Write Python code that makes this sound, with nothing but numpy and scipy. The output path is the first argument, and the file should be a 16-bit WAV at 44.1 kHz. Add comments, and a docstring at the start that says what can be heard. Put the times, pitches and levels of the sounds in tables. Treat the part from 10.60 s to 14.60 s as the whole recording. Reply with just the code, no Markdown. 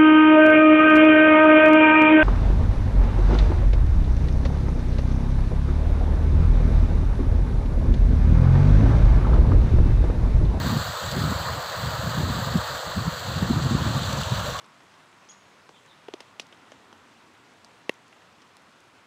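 """Stony bank of a flooded river. The current rushes past as a wide wash, full of small
ringing bubbles and ticking spray; swallowed air pockets gulp and wave crests splash.
Toward the end the microphone turns to a nearer, brighter riffle.
Wind gusts rumble on the microphone, and single eddies buffet it."""
import sys
import numpy as np
from scipy import signal
from scipy.fft import rfft, irfft
from scipy.io import wavfile
from scipy.ndimage import uniform_filter1d

SR = 44100
rng = np.random.default_rng(int(sys.argv[2]) if len(sys.argv) > 2 else 0)


def pcm_store(signal):
    """Save signal as 16-bit PCM."""
    levels = np.round(np.clip(np.atleast_2d(signal), -1, 1) * 32767)
    wavfile.write(sys.argv[1], SR, levels.astype(np.int16).T)


N = 176400

# river and splash colour (frequency [Hz], relative level [dB])
WATER_SPECTRUM = [(60, -26), (250, -23), (340, -15), (425, -12), (470, -2), (560, -0.5), (650, -1),
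                  (790, -4.5), (1170, 0.5), (1450, -2), (1880, -7), (2080, -14), (2450, -16.5),
                  (3150, -11.5), (4300, -6.5), (4750, -10.5), (5280, -23), (6400, -18), (7750, -15),
                  (8250, -20.5), (9300, -41), (9900, -33), (10900, -31.5), (11500, -35.5), (13200, -27.5),
                  (15400, -25)]
# river swell, each band used about its mean (time [s], body [dB], hiss [dB], fizz [dB])
RIVER_SWELL = [(0, -34, -35, -48), (.35, -34.5, -35, -51.5), (.9, -34.5, -36, -51), (1.3, -35, -36.5, -52),
               (2.05, -34.5, -36, -52), (2.35, -36, -37.5, -54.5), (2.6, -37, -37.5, -54.5),
               (3.15, -35, -36, -56.5), (3.4, -34.5, -35, -54.5), (3.72, -36, -35.5, -56.5),
               (3.88, -33.5, -36, -52), (4, -37.5, -39, -60)]
# crossfades (body-hiss start [Hz], end [Hz], hiss-fizz start [Hz], end [Hz])
CROSSFADES_HZ = [1800, 2830, 10100, 12000]
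# microphone turn toward the riffle (time [s], share [0-1])
MIC_TURN = [(0, 0), (2.1, 0.18), (2.9, 0.35), (4, 1)]
# riffle colour (frequency [Hz], relative level [dB])
RIFFLE_SPECTRUM = [(200, -37), (400, -2), (700, -8), (1200, -5), (1900, -8), (2400, 4.5), (3600, 9),
                   (4500, -15), (5050, -6), (5800, 4), (7500, -3), (9200, -12), (10000, -11), (10900, -13),
                   (11600, -30), (15000, -30)]
# riffle nearness (time [s], level [dB])
RIFFLE_ENVELOPE = [(0, -74), (2.6, -55), (3.15, -50), (3.5, -43), (4, -42)]
# collapsing crests (time [s], level [dB])
SPLASH_EVENTS = [(0.512, -33), (1.971, -36), (3.454, -41), (3.526, -31.5), (3.611, -32.5), (3.85, -45)]
# swallowed air pockets (time [s], level [dB], start pitch [Hz])
GULP_EVENTS = [(.875, -27, 1140), (1.135, -34, 627), (1.99, -34, 565), (3.862, -28.5, 581),
               (3.89, -34, 445), (3.945, -30, 1055)]
# wind strength (time [s], level before trim [dB])
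GUST_ENVELOPE = [(0, -26.5), (.17, -23), (.26, -40), (.3, -31.5), (.39, -59), (.45, -32), (.51, -37),
                 (.57, -25), (.7, -27.5), (.82, -35.5), (.97, -32), (1.03, -51), (1.14, -47), (1.24, -27.5),
                 (1.36, -35.5), (1.49, -27), (1.54, -35.5), (1.61, -24.5), (1.85, -31.5), (1.99, -29),
                 (2.06, -48), (2.15, -37), (2.23, -62), (2.28, -33), (2.33, -49), (2.38, -27), (2.49, -36),
                 (2.58, -45), (2.72, -29), (2.93, -27), (3.17, -26), (3.36, -28), (3.43, -29.5),
                 (3.58, -29.5), (3.65, -35.5), (3.73, -28.5), (3.92, -35.5), (4, -45)]
# rumble of a light and a strong gust (frequency [Hz], relative level [dB])
LIGHT_GUST_SPECTRUM = [(20, -27), (42, -24), (68, -1.5), (105, -0.5), (150, -4), (200, -12.5), (280, -20),
                       (420, -26), (900, -64), (3000, -90)]
STRONG_GUST_SPECTRUM = [(20, -30), (42, -21), (68, -2), (115, 1.5), (160, 1), (210, -1), (300, -10),
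                        (420, -18), (900, -54), (3000, -85)]
# eddies hitting the microphone (time [s], level before trim [dB], pitch [Hz])
BUFFET_EVENTS = [(0.612, -16.5, 130), (0.657, -15, 168.3), (0.722, -21.5, 187.6), (1.583, -17, 166.2),
                 (1.959, -12.5, 150), (2.377, -20.5, 180), (2.481, -15.5, 139.8), (2.828, -14.5, 148.7),
                 (2.908, -12, 209), (2.972, -11, 150.2), (3.06, -12.5, 114.1), (3.121, -16.5, 229.4),
                 (3.152, -11, 150.2), (3.276, -19, 99.7), (3.364, -11.5, 120.6), (3.596, -19.5, 110.4),
                 (3.724, -17.5, 115)]


def river(wash_db=-32, bubbles_db=-39.5, spray_db=-46.5, band_trims_db=(-0.5, -0.5, 1)):
    """Rushing current: wash, bubbles and spray, swelling slowly in three bands."""
    water = amp(wash_db) * water_colour(churn(flicker_db=1.25))
    water += amp(bubbles_db) * water_colour(bubbles())
    water += amp(spray_db) * water_colour(spray(spread_db=3, decay_s=0.00043, highpass_hz=3470))
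    hz, bins, out = np.fft.rfftfreq(N, 1 / SR), rfft(water), np.zeros(N)
    band_gains = [(1, 0, 0, 0), (0, 1, 1, 0), (0, 0, 0, 1)]  # body, hiss, fizz
    for k, trim_db in enumerate(band_trims_db):
        band = irfft(bins * np.interp(hz, CROSSFADES_HZ, band_gains[k]), N)
        swell_db = curve(RIVER_SWELL, column=k + 1)
        out += band * amp(swell_db - swell_db.mean() + trim_db)
    return out


def churn(flicker_db, patch_db=1):
    """Churning water: noise in short patches, the treble flickering as one."""
    frames, hz = N // 128 + 5, np.fft.rfftfreq(512, 1 / SR)
    real, imag, patches = rng.standard_normal((3, frames, len(hz)))
    patches = uniform_filter1d(patches, size=18, axis=0)
    patches = unit(uniform_filter1d(patches, size=9, axis=1))
    flicker = unit(uniform_filter1d(rng.standard_normal(frames), size=9))
    treble_flicker = flicker[:, None] * np.sqrt(hz / hz[-1])
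    bins = (real + 1j * imag) * amp(patch_db * patches + flicker_db * treble_flicker)
    return signal.istft(bins.T, nperseg=512, noverlap=384)[1][:N]


def bubbles(rate_per_s=500, low_hz=480.5, high_hz=4956, decay_cycles=8.2, glide=0.022, sizes=48):
    """Small bubbles ring briefly and rise in pitch."""
    out = np.zeros(N)
    for hz in np.geomspace(low_hz, high_hz, sizes):
        age = np.arange(0, 4 * decay_cycles / hz, 1 / SR) * hz / decay_cycles  # in decay times
        envelope = np.exp(-age) * (1 - np.exp(-10 * age))
        ring = envelope * np.sin(2 * np.pi * decay_cycles * age * (1 + glide * age))
        births = impulses(rate_per_s / sizes, spread_db=3.5, max_spreads=3)
        out += signal.oaconvolve(births, ring * hz ** 0.84)[:N]
    return out


def spray(spread_db, decay_s, highpass_hz, rate_per_s=260, shapes=12):
    """Droplets fall back on the water as tiny ticks."""
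    out, t = np.zeros(N), np.arange(512) / SR
    for _ in range(shapes):
        drops = impulses(rate_per_s / shapes, spread_db, max_spreads=4)
        tick = rng.standard_normal(len(t)) * np.exp(-t / decay_s)
        out += signal.oaconvolve(drops, tick)[:N]
    return signal.sosfilt(highpass(2, highpass_hz), out)


def riffle():
    """Nearer water breaks over stones, brighter and grainier."""
    water = unit(churn(flicker_db=1.5))
    water += 1.2 * unit(spray(spread_db=4.5, decay_s=0.0017, highpass_hz=1500))
    return amp(curve(RIFFLE_ENVELOPE)) * unit(colour(water, RIFFLE_SPECTRUM))


def splashes(rise_s=0.0031, highpass_hz=3000):
    """Small crests collapse in short bursts of hiss."""
    envelope, age = np.zeros(N), np.arange(SR // 10) / SR / rise_s
    for time_s, db in SPLASH_EVENTS:
        add(envelope, time_s, amp(db) * age * np.exp(1 - age))
    hiss = signal.sosfilt(highpass(3, highpass_hz), rng.standard_normal(N))
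    return envelope * water_colour(hiss)


def gulps(rise_s=0.009, glide_per_s=1.2, wobble=0.078, wobble_hz=120):
    """Swallowed air pockets ring with an unsteady, rising pitch."""
    out, t = np.zeros(N), np.arange(SR // 10) / SR
    envelope = t / rise_s * np.exp(1 - t / rise_s)
    unsteady = 1 + wobble * drift(wobble_hz)
    for time_s, db, hz in GULP_EVENTS:
        pitch_hz = hz * (1 + glide_per_s * t) * np.roll(unsteady, -round(time_s * SR))[:len(t)]
        add(out, time_s, amp(db) * envelope * np.sin(2 * np.pi * np.cumsum(pitch_hz) / SR))
    return out


def wind(light_db=-31.5, strong_db=-22, trim_db=0.5, lump_depth=3, lump_hz=30):
    """Turbulence on the microphone: lumpy rumble, reaching higher as the gust grows."""
    gust_db, air = curve(GUST_ENVELOPE), rng.standard_normal(N)
    force = np.clip((gust_db - light_db) / (strong_db - light_db), 0, 1)
    rumble = (1 - force) * unit(colour(air, LIGHT_GUST_SPECTRUM))
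    rumble += force * unit(colour(air, STRONG_GUST_SPECTRUM))
    rumble *= amp(lump_depth * drift(lump_hz))
    rumble /= np.sqrt(uniform_filter1d(rumble ** 2, size=3000) + 1e-9)  # only fast lumps remain
    return amp(gust_db + trim_db) * rumble


def buffets(trim_db=-2, sigma_s=0.0079, wobble=0.19, wobble_hz=180, roughness=0.41, highpass_hz=60):
    """Each eddy shakes the microphone for a few uneven cycles."""
    out, t = np.zeros(N), np.arange(N) / SR
    warped_s = np.cumsum(1 + wobble * drift(wobble_hz)) / SR
    for time_s, db, hz in BUFFET_EVENTS:
        envelope = amp(db + trim_db) * np.exp(-0.5 * ((t - time_s) / sigma_s) ** 2)
        out += envelope * np.sin(2 * np.pi * (hz * warped_s + rng.random()))
    out *= 1 + roughness * drift(wobble_hz)
    return signal.sosfiltfilt(highpass(2, highpass_hz), out)


def water_colour(x, turned_ratio=0.97):
    """Water spectrum, sinking slightly as the microphone turns; rms 1."""
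    turn = curve(MIC_TURN)
    turned_spectrum = [(hz * turned_ratio, db) for hz, db in WATER_SPECTRUM]
    return unit((1 - turn) * colour(x, WATER_SPECTRUM) + turn * colour(x, turned_spectrum))


def colour(x, table):
    """Filter by a spectrum table, on a log-frequency axis."""
    table_hz, table_db = np.transpose(table)
    hz = np.fft.rfftfreq(N, 1 / SR)
    gain_db = np.interp(np.log(hz + 1), np.log(table_hz + 1), table_db)
    return irfft(rfft(x) * amp(gain_db), N)


def impulses(rate_per_s, spread_db, max_spreads):
    """Random impulses, a few much stronger than the rest."""
    hits = rng.random(N) < rate_per_s / SR
    return hits * amp(spread_db * np.minimum(rng.exponential(1, N), max_spreads))


def drift(rate_hz):
    """Smooth random wander; rms 1."""
    hz = np.fft.rfftfreq(N, 1 / SR)
    slow_band = np.exp(-(hz / rate_hz) ** 2) * (hz > 1)
    return unit(irfft(rfft(rng.standard_normal(N)) * slow_band, N))


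def curve(table, column=1):
    """Time table column at every sample."""
    rows = np.array(table)
    return np.interp(np.arange(N) / SR, rows[:, 0], rows[:, column])


def highpass(order, hz):
    """Butterworth sections."""
    return signal.butter(order, hz, "high", fs=SR, output="sos")


def add(mix, time_s, sound):
    """Mix in at time_s."""
    part = mix[max(round(time_s * SR), 0):][:len(sound)]
    part += sound[:len(part)]


def amp(db):
    """dB to gain."""
    return 10 ** (np.asarray(db) / 20)


def unit(x):
    """Scale to rms 1."""
    return x / np.sqrt(np.mean(x ** 2) + 1e-20)


def scene():
    """Water and wind at one microphone."""
    return (river() + riffle() + splashes() + wind() + buffets() + gulps())[None]


def record(dry):
    """Recorder band limit."""
    cutoff_hz = 15560
    lowpass = signal.firwin(511, cutoff_hz, window=("kaiser", 9), fs=SR)
    return signal.oaconvolve(dry, lowpass[None], "same")


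dry = scene()
out = record(dry)
pcm_store(out)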